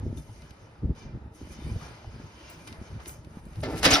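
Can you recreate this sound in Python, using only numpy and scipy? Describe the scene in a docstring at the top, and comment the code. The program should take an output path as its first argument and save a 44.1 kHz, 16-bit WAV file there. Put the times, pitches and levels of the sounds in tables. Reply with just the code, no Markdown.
"""A strap worked through the wire mesh of a steel gate: random catches make it rustle, dull noise makes it rub.
Single clicks tick the mesh, tinkle a small metal fitting and pluck wires. Then the strap pulls tight:
the push bar clanks and the gate crashes, as random chatter and distinct strikes ring mesh, frame and sheet.
Gusts thump on the microphone as lumpy low noise, over a patchy noise of far traffic outdoors."""
import sys
import numpy as np
from scipy import signal
from scipy.fft import rfft, irfft
from scipy.io import wavfile

SR = 44100
rng = np.random.default_rng(int(sys.argv[2]) if len(sys.argv) > 2 else 0)


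def output_pcm(signal):
    """Save a mono or channel-first signal as 16-bit PCM at the path in sys.argv[1].

    Samples are clipped to [-1, 1] before scaling.
    """
    pcm = np.clip(np.atleast_2d(signal).T, -1, 1) * 32767
    wavfile.write(sys.argv[1], SR, np.round(pcm).astype(np.int16))


N = 176400  # length in samples: 4 s

# Strap dragging on the mesh: (time [s], level of the catches [dB], top setting for brighten [dB],
# level of the dull rub [dB])
STRAP_DRAG = [(0.0, -64, -20, -52), (0.06, -67, -13, -62), (0.16, -65, -10.5, -60), (0.18, -59, 1, -74),
              (0.21, -65, -5, -93), (0.43, -60.5, -14, -61.5), (0.72, -68.5, -17, -59),
              (0.94, -74, -18, -62), (0.96, -59.5, -14, -55.5), (1.02, -56.5, -21, -60.5),
              (1.08, -63.5, -29, -58), (1.3, -83, -21, -62), (1.35, -65.5, -0.5, -72),
              (1.39, -60, -12, -66), (1.48, -61.5, -11, -59), (1.53, -54.5, -6, -78), (1.56, -57, -17, -57),
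              (1.67, -55, -13, -54.5), (1.74, -57, -12, -58.5), (1.85, -52.5, -16.5, -48),
              (2.09, -60.5, -19.5, -61), (2.15, -58.5, -17.5, -56.5), (2.35, -60.5, -15, -56),
              (2.49, -52.5, -20, -57.5), (2.66, -60.5, -10, -57), (2.68, -46, -14, -61),
              (2.69, -54.5, -12, -70), (2.74, -57, -15, -53), (2.78, -66, -8, -53.5),
              (2.86, -57.5, -15, -55), (2.99, -62, -17, -55.5), (3.0, -57.5, -20, -46.5),
              (3.04, -61.5, -4.5, -55.5), (3.06, -52.5, -18, -55), (3.08, -59, 8.5, -50),
              (3.22, -69, -13, -66), (3.39, -66, -5, -53), (3.41, -71, -7.5, -62.5), (3.59, -61, -9, -53.5),
              (3.62, -69, 11, -71), (3.63, -38, -13, -46)]
# Colour of the catches: (frequency [Hz], level per Hz [dB])
STRAP_COLOUR = [(300, 13), (800, 6), (1500, 4.5), (2500, -4), (4000, -9.5), (5500, -1), (7500, -4),
                (10000, -12), (13000, -23.5), (16000, -20.5)]
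# Wires singing under the strap: (frequency [Hz], width [Hz], level [dB])
SINGING_WIRES = [(2070, 42, 8), (2360, 58, 9), (2770, 69, 4), (3012, 86, 5), (3650, 54, 1),
                 (4680, 13.3, 2.5), (5030, 110, -1), (5165, 99, -2)]
CATCHES_PER_S, CATCH_SPREAD_DB, CATCH_TRIM_DB, STRAP_PATCHY_DB = 8000, 3.0, 1, 2.2
STRAP_RING_DB, STRAP_RING_T60_S = -2, 0.068
SINGING_DB, SINGING_WANDER_DB = 4.5, 3.5
RUB_TRIM_DB, RUB_LOW_HZ, RUB_HIGH_HZ = -1.5, 322, 1550


def rustle():
    """Webbing fibres catch the wire thousands of times a second and ring it faintly; the flat strap rubs duller."""
    db, top_db, rub_db = in_time(STRAP_DRAG)
    catches = amp(db + CATCH_TRIM_DB) * grains(CATCHES_PER_S, CATCH_SPREAD_DB)
    hiss = np.std(catches) * unit(bands(catches, STRAP_COLOUR, STRAP_PATCHY_DB))
    hiss = hiss + amp(STRAP_RING_DB) * mesh(catches, STRAP_RING_T60_S)
    for hz, width_hz, level_db in SINGING_WIRES:
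        gain = amp(SINGING_DB + level_db + SINGING_WANDER_DB * drift(5.1))
        hiss += gain * band(catches, hz - width_hz / 2, hz + width_hz / 2)
    rub_noise = band(rng.standard_normal((2, N)), RUB_LOW_HZ, RUB_HIGH_HZ)
    return brighten(hiss, top_db) + amp(rub_db + RUB_TRIM_DB) * unit(rub_noise)


# Strap ticking the wire: (time [s], level before the trim [dB])
STRAP_TICKS = [(0.174, -50.5), (0.4204, -51), (0.5077, -48.5), (0.9512, -59), (2.674, -42.5), (2.7266, -43),
               (3.0015, -53), (3.0586, -41.5), (3.0937, -44), (3.247, -52.5), (3.4534, -59), (3.5332, -56),
               (3.5577, -50), (3.606, -49)]
TICK_T60_S, TICK_TRIM_DB = 0.028, 20


def ticks():
    """Each tick is one click that sets the mesh ringing at one of two places."""
    return mesh(at_times(STRAP_TICKS, TICK_TRIM_DB), TICK_T60_S, count=2)


# Touches on the small metal fitting: (time [s], level before the trim [dB])
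FITTING_TOUCHES = [(2.499, -39), (3.0794, -34.5), (3.4535, -51)]
# Ringing modes of the fitting: (frequency [Hz], level [dB], time to fade by 60 dB [s])
FITTING_MODES = [(7040, -8, 0.3), (7500, 3, 0.13), (9600, -10, 0.073), (10200, -21, .12),
                 (10280, -1, 0.081), (12800, -8, .1), (13200, -10, .1), (15300, 15, 0.17)]
TINKLE_TRIM_DB = -13
REBOUND_S, REBOUND_DB = 0.03, -13  # the fitting touches again, weaker


def tinkles():
    """Each touch and its rebound ring every mode of the fitting with a strength of its own."""
    rebounds = np.array(FITTING_TOUCHES) + [REBOUND_S, REBOUND_DB]
    touches = np.concatenate([FITTING_TOUCHES, rebounds])
    out = 0
    for hz, db, t60 in FITTING_MODES:
        uneven = rng.normal(0, 2.5, (len(touches), 1)) * [0, 1]  # changes level, not time
        out = out + ring(at_times(touches + [0, db] + uneven, TINKLE_TRIM_DB), hz, t60)
    return out


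# Single wires plucked: (time [s], level before the trim [dB], frequency [Hz])
PLUCKS = [(0.174, -46, 3600), (1.6217, -47.5, 3610), (2.1244, -55, 4940), (2.1594, -52, 4970),
          (2.4494, -50, 5230)]
PLUCK_T60_S, PLUCK_TRIM_DB = 0.11, -5


def plucked_wires():
    """Each plucked wire rings one short note."""
    return sum(ring(at_times([(s, db)], PLUCK_TRIM_DB), hz, PLUCK_T60_S) for s, db, hz in PLUCKS)


# The bar clanks: (time [s], mesh level [dB], frame level [dB], sheet level [dB], top setting for brighten [dB])
BAR_CLANKS = [(3.62, -55, -59, -49, -12), (3.63, -51, -54, -40, -14), (3.634, -41.5, -28.5, -38, -11),
              (3.652, -41.5, -31.5, -41, -20), (3.676, -51, -44, -29.5, -18),
              (3.718, -51.5, -45, -35, -7.5), (3.746, -54, -37, -32, -7), (3.782, -43, -50, -46, -6),
              (3.794, -44, -45, -42, -4), (3.804, -53, -45, -37, -2), (3.824, -44.5, -38, -46, -17)]
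# The gate crashes: (time [s], mesh level [dB], frame level [dB], sheet level [dB], top setting for brighten [dB])
GATE_CRASH = [(3.826, -38, -44, -43, -15), (3.832, -31, -22.5, -35, -9), (3.854, -15.5, -21.5, -21, -12.5),
              (3.875, -22.5, -24, -22, -18), (3.902, -30, -24, -36, -17.5), (3.908, -23, -24, -24, -11.5),
              (3.93, -20, -40, -27.5, -19), (3.948, -23.5, -30, -31, -12.5),
              (3.966, -25.5, -24, -42, -18.5), (4.0, -34.5, -21.5, -45, -22)]
# Distinct impacts in the shaking: (time [s], level before the gains below [dB], pitch of the clang [Hz])
IMPACTS = [(3.635, -34, 4890), (3.851, -14, 5240), (3.862, -16.5, 5200), (3.872, -16, 3590),
           (3.888, -14.5, 2000), (3.911, -7.5, 6160), (3.934, -10.5, 5300), (3.939, -6.5, 5160),
           (3.941, -5, 5600), (3.947, -5.5, 3590), (3.956, -12.5, 3610)]
PULL_S = BAR_CLANKS[0][0]  # the strap pulls tight
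SHAKE_HITS_PER_S, SHAKE_SPREAD_DB = 4000, 2.5
WIRE_T60_S, WIRE_TRIM_DB, IMPACT_MESH_DB = 0.023, 2, -3.5
BODY_FRAME_DB, BODY_SHEET_DB = 2.5, 14.5  # broad clatter of the frame; boom of the sheet


def gate():
    """Loose parts chatter and strike while the gate shakes, driving mesh, frame and sheet."""
    wire_db, frame_db, sheet_db, top_db = in_time(list(BAR_CLANKS) + list(GATE_CRASH))
    chatter = (np.arange(N) >= PULL_S * SR) * grains(SHAKE_HITS_PER_S, SHAKE_SPREAD_DB)
    impacts = at_times(np.array(IMPACTS)[:, :2], IMPACT_MESH_DB)
    wire = mesh(amp(wire_db + WIRE_TRIM_DB) * chatter + impacts, WIRE_T60_S, count=8)
    one_chatter = chatter[0]
    body = band(amp(frame_db + BODY_FRAME_DB) * one_chatter, 310, 1370)
    boom = band(amp(sheet_db + BODY_SHEET_DB) * one_chatter, 180, 570)
    modes = frame_modes(one_chatter, frame_db, sheet_db)
    return brighten(wire, top_db), clangs() + modes + body + boom + snaps()


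# Ringing modes of the frame and sheet: (frequency [Hz], level [dB], time to fade by 60 dB [s])
FRAME_MODES = [(228, -5.5, 0.05), (290.6, 4, 0.26), (320, -4.5, 0.46), (452, -23, .15), (520, -18, 0.088),
               (636, -4, 0.14), (686, -7, 0.42), (764, -3, 0.11), (884, -11, 0.11), (1230, -11, 0.15),
               (1340, -2.5, 0.38), (1470, -19, .2), (1754, -9, 0.12), (2040, -4, 0.03)]
FRAME_TRIM_DB, IMPACT_FRAME_DB = 2, -27


def frame_modes(chatter, frame_db, sheet_db):
    """Chatter and uneven impacts ring each mode; chatter in modes up to 400 Hz follows the sheet level."""
    rows, out = np.array(IMPACTS)[:, :2], 0
    for hz, db, t60 in FRAME_MODES:
        uneven = rng.normal(0, 4, (len(rows), 1)) * [0, 1]  # changes level, not time
        impacts = at_times(rows + uneven, IMPACT_FRAME_DB)
        level_db = frame_db if hz > 400 else sheet_db
        # Dividing by the ring length keeps long modes from building up
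        shaken = amp(level_db + FRAME_TRIM_DB) * chatter / np.sqrt(t60 * SR)
        out = out + amp(db) * ring(shaken + impacts, hz, t60)
    return out


CLANG_DB, CLANG_T60_S, CLANG_SPREAD = -15.5, 0.064, 0.09  # spread: fraction of the pitch


def clangs():
    """Each impact rings four notes scattered round its pitch."""
    detune = 1 + CLANG_SPREAD * rng.normal(0, 1, (len(IMPACTS), 4))
    out = 0
    for (s, db, hz), factors in zip(IMPACTS, detune):
        click = at_times([(s, db)], CLANG_DB)
        out = out + sum(ring(click, hz * factor, CLANG_T60_S) for factor in factors)
    return out


# Sharp metal-on-metal snaps: (time [s], level before the band-pass [dB])
METAL_SNAPS = [(2.6752, -38), (2.678, -20), (2.728, -32), (3.0065, -41), (3.060, -30), (3.6315, -27),
               (3.8316, -2.5), (3.8323, -3), (3.8542, -5), (3.8634, -14), (3.8905, -17), (3.906, -3),
               (3.939, 5), (3.9465, -16)]


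def snaps():
    """Each snap is a click cut to a broad band, with no long ring."""
    return band(at_times(METAL_SNAPS, 0), 1600, 8700)


# Pitched knocks on the frame: (time [s], level before the trim [dB], middle frequency [Hz],
# time to fade by 60 dB [s])
FRAME_KNOCKS = [(1.813, -42.5, 1230, 0.065), (2.045, -40, 800, 0.027), (2.735, -51, 650, 0.91),
                (3.632, -31.5, 635, 0.16), (3.632, -46.5, 1830, 0.072), (3.636, -36.5, 2070, 0.22),
                (3.64, -32.5, 397, .3), (3.845, -34, 2050, .12), (3.845, -22.5, 1797, 0.18),
                (3.845, -30, 2360, 0.13), (3.861, -19.5, 528, 0.16), (3.861, -18.5, 326, 0.14),
                (3.88, -21, 286.4, 0.43), (3.91, -26.5, 257, 0.14), (3.925, -24.5, 747, 0.7),
                (3.932, -30.5, 673, 0.5), (3.942, -24.5, 1336, 0.43), (3.938, -32, 1450, 0.34),
                (3.94, -39, 2070, .12)]
KNOCK_SPLIT = 0.033  # gap between the two notes, as a fraction of the frequency


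def knocks():
    """A knocked tube of the frame rings two close notes that beat together."""
    out = 0
    for s, db, hz, t60 in FRAME_KNOCKS:
        click = at_times([(s, db)], -6)
        out = out + sum(ring(click, hz * (1 + k * KNOCK_SPLIT), t60) for k in (-.5, .5))
    return out


# Wind on the microphone: (time [s], level [dB])
WIND_GUSTS = [(0.0, -31), (0.17, -39), (0.23, -52), (0.26, -49), (0.76, -57.5), (0.81, -46), (0.83, -34.5),
              (0.91, -26), (0.96, -52.5), (1.06, -37), (1.12, -42.5), (1.16, -32.5), (1.2, -51),
              (1.27, -39), (1.3, -52.5), (1.38, -48.5), (1.43, -34.5), (1.46, -47), (1.48, -42),
              (1.53, -45), (1.65, -40.5), (1.68, -34.5), (1.76, -33.5), (1.79, -51), (1.89, -45.5),
              (1.98, -54), (2.26, -42), (2.28, -55), (2.6, -51.5), (2.73, -46), (2.76, -49), (2.81, -44),
              (2.87, -51), (2.91, -44.5), (3.19, -50.5), (3.25, -57), (3.26, -47.5), (3.45, -44),
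              (3.5, -43), (3.52, -53), (3.59, -35), (3.64, -37), (3.85, -42), (3.93, -35), (4.0, -65)]
# Colour of the wind: (frequency [Hz], level per Hz [dB])
WIND_COLOUR = [(30, -27.5), (60, 5), (120, 1.5), (250, -14.5), (450, -34.5), (700, -47)]
# Sharp pressure jumps inside the gusts: (time [s], level before the trim [dB], frequency [Hz])
WIND_BUFFETS = [(0.03, -33, 250), (0.064, -27.5, 326), (0.127, -26, 233), (0.178, -34, 266),
                (0.837, -28, 240), (0.892, -30.5, 250), (0.907, -28.5, 340), (1.094, -40, 275),
                (1.15, -35, 213), (1.173, -35, 213), (1.259, -42, 250), (1.414, -33, 288),
                (1.471, -37, 215), (1.589, -35, 229), (1.621, -35.5, 323), (1.665, -32, 230),
                (1.7, -37, 215), (2.199, -34.5, 255), (2.719, -39, 275), (2.814, -32.5, 208),
                (3.068, -38, 337), (3.271, -40.5, 318), (3.37, -29.5, 211), (3.463, -36, 211)]
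WIND_LUMPS_DB, WIND_LUMPS_HZ, WIND_PATCHY_DB = 3.5, 25.8, 2.24
WIND_BRIGHTENS = 0.0064  # dB per octave for each dB of gust
WIND_SIDE_DB, WIND_TOP_HZ = -16, 670
BUFFET_T60_S, BUFFET_TRIM_DB = 0.03, 3


def wind():
    """Lumpy pressure noise with sharp buffets, nearly the same in left and right."""
    db, = in_time(WIND_GUSTS)
    db = db + WIND_LUMPS_DB * drift(WIND_LUMPS_HZ)
    tilt_db = WIND_BRIGHTENS * (db - db.mean())
    noise = bands(rng.standard_normal((2, N)), WIND_COLOUR, WIND_PATCHY_DB, tilt_db)
    mid, side = amp(db) * unit(noise)
    for s, buffet_db, hz in WIND_BUFFETS:
        mid = mid + ring(at_times([(s, buffet_db)], BUFFET_TRIM_DB), hz, BUFFET_T60_S)
    stereo = mid + amp(WIND_SIDE_DB) * side * [[1], [-1]]
    return signal.sosfilt(signal.butter(6, WIND_TOP_HZ, fs=SR, output="sos"), stereo)


# Colour of the far traffic: (frequency [Hz], level per Hz [dB])
TRAFFIC_COLOUR = [(30, -31), (60, 1), (200, -3), (800, -10), (1600, -25), (3300, -32.5), (6500, -38),
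                  (16000, -55)]
TRAFFIC_DB, TRAFFIC_PATCHY_DB = -55, 1.3


def traffic():
    """Far traffic: steady, slightly patchy noise, strongest in the bass."""
    noise = rng.standard_normal((2, N))
    return amp(TRAFFIC_DB) * unit(bands(noise, TRAFFIC_COLOUR, TRAFFIC_PATCHY_DB))


# Colour of the wire mesh: (frequency [Hz], level per Hz [dB])
MESH_COLOUR = [(800, 1), (1500, -1.5), (2500, 2), (3700, -1.5), (5200, -0.5), (6500, -7.5), (7500, -5.5),
               (10000, -13.5), (13000, -19), (16000, -13)]


def mesh(hits, t60, count=1):
    """Wire mesh of 500 short rings, shorter when higher; hits land on places, each with its own mix of ring signs."""
    hz = np.geomspace(700, 16000, 500)[:, None] * rng.uniform(.998, 1.002, (500, 1))
    t = np.arange(int(.15 * SR)) / SR
    lasts = t60 * np.sqrt(3000 / hz)  # t60 holds at 3000 Hz
    heights = amp(at_hz(MESH_COLOUR, hz) - 60 * t / lasts) * np.sqrt(hz / lasts)
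    rings = heights * np.sin(2 * np.pi * hz * t)
    hits = np.broadcast_to(hits, (2, N))
    first = np.flatnonzero(hits.any(axis=0))[0]
    place, out = rng.integers(0, count, N), np.zeros((2, N))
    for k in range(count):
        reply = rng.choice([-1, 1], (2, len(hz))) @ rings
        reply = unit(reply) / np.sqrt(len(t))  # energy 1, averaged over the two channels
        here = (hits * (place == k))[:, first:]
        out[:, first:] += signal.fftconvolve(here, reply, axes=1)[:, :N - first]
    return out


# Stereo phase between left and right: (frequency [Hz], phase difference [rad])
STEREO_PHASE = [(100, 0), (1500, .8), (3000, 1.6), (5000, .4), (6300, .8), (7000, np.pi), (8600, np.pi),
                (9800, 2 * np.pi), (12300, 2 * np.pi), (13200, 3 * np.pi), (15000, 3 * np.pi),
                (15800, 3.5 * np.pi)]
# Likeness of left and right for a wide source: (frequency [Hz], likeness from 0 to 1)
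STEREO_LIKENESS = [(100, 1), (300, 0.93), (700, 0.54), (1500, 0.17), (3000, 0.1), (5000, 0.48),
                   (6300, 0.28), (7000, 0.99), (16000, 1)]


def stereo_image(spread, point):
    """Left and right differ in phase by frequency; only wide sources also lose likeness."""
    hz = np.maximum(np.arange(N // 2 + 1) * SR / N, 1)
    (first, second), both = rfft(spread), rfft(point)
    alike = np.clip(at_hz(STEREO_LIKENESS, hz), 0, 1)
    turn = np.exp(.5j * at_hz(STEREO_PHASE, hz))  # half the difference for each side
    left = (first + both) * turn
    right = (alike * first + np.sqrt(1 - alike ** 2) * second + both) / turn
    return irfft([left, right], N)


def amp(db):
    """dB to gain."""
    return 10 ** (np.asarray(db) / 20)


def unit(x):
    """Scale to rms 1."""
    return x / np.sqrt(np.mean(x ** 2) + 1e-20)


def in_time(rows):
    """Table columns joined by straight lines in time."""
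    s, *columns = np.transpose(rows)
    return [np.interp(np.arange(N) / SR, s, c) for c in columns]


def at_hz(points, hz):
    """Table read on a log-frequency axis."""
    table_hz, values = np.array(points).T
    return np.interp(np.log(hz), np.log(table_hz), values)


def at_times(rows, trim_db):
    """One click for each row of time and level."""
    clicks = np.zeros(N)
    s, db = np.transpose(rows)
    clicks[(s * SR).astype(int)] = amp(db + trim_db)
    return clicks


def drift(hz):
    """Slow random wander of rms 1, made at every 40th sample."""
    r = np.exp(-80 * np.pi * hz / SR)
    noise = rng.standard_normal(N // 40 + 2002)
    slow = signal.lfilter([1], [1, -2 * r, r * r], noise)[2000:]  # drop the filter's start
    return np.interp(np.arange(N) / 40, np.arange(len(slow)), unit(slow))


def ring(clicks, hz, t60):
    """A unit click sets a fading sine of starting height about 1 ringing."""
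    r, w = amp(-60 / (t60 * SR)), 2 * np.pi * hz / SR
    return signal.lfilter([0, np.sin(w)], [1, -2 * r * np.cos(w), r * r], clicks + 1e-18)


def grains(per_s, spread_db):
    """Random clicks of uneven size and sign, drawn separately for two channels; rms 1."""
    sizes = amp(spread_db * np.minimum(rng.exponential(1, (2, N)), 4))
    signs = rng.choice([-1, 1], (2, N))
    return unit(sizes * signs * (rng.random((2, N)) < per_s / SR))


def bands(x, colour, patchy_db, tilt_db=0.0):
    """Half-octave bank: each band has its own level and flicker; tilt in dB per octave above 100 Hz."""
    octaves = np.log2(colour[-1][0] / colour[0][0])
    edges = colour[0][0] * 2 ** np.arange(0, octaves + .5, .5)
    out, together = 0, drift(3.0)
    for low, high in zip(edges, edges[1:]):
        hz = np.sqrt(low * high)
        flicker_db = patchy_db * (.6 * together + drift(12))
        gain = amp(at_hz(colour, hz) + flicker_db + tilt_db * np.log2(hz / 100))
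        out = out + gain * band(x, low, min(high, .45 * SR))
    return out


def band(x, low_hz, high_hz):
    """Band-pass."""
    return signal.sosfilt(signal.butter(2, [low_hz, high_hz], "band", fs=SR, output="sos"), x)


TOP_HZ, TOP_USUAL_DB = 6780, -13  # where the top starts; the setting that leaves it unchanged


def brighten(x, top_db):
    """Raises or lowers the top of the sound, leaving the rest."""
    low = signal.sosfiltfilt(signal.butter(4, TOP_HZ, fs=SR, output="sos"), x)
    return low + amp(top_db - TOP_USUAL_DB) * (x - low)


def scene():
    """All sources through the stereo image; the wind acts on the microphone itself."""
    before_pull = np.arange(N) < PULL_S * SR
    wire, frame = gate()
    spread = rustle() * before_pull + ticks() + wire + traffic()
    point = tinkles() + plucked_wires() + frame + knocks()
    return stereo_image(spread, point) + wind()


CUTOFF_HZ = 16300


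def record(dry):
    """A steep low-pass cuts the top."""
    return signal.sosfilt(signal.cheby2(12, 70, CUTOFF_HZ, fs=SR, output="sos"), dry)


dry = scene()
out = record(dry)
output_pcm(out)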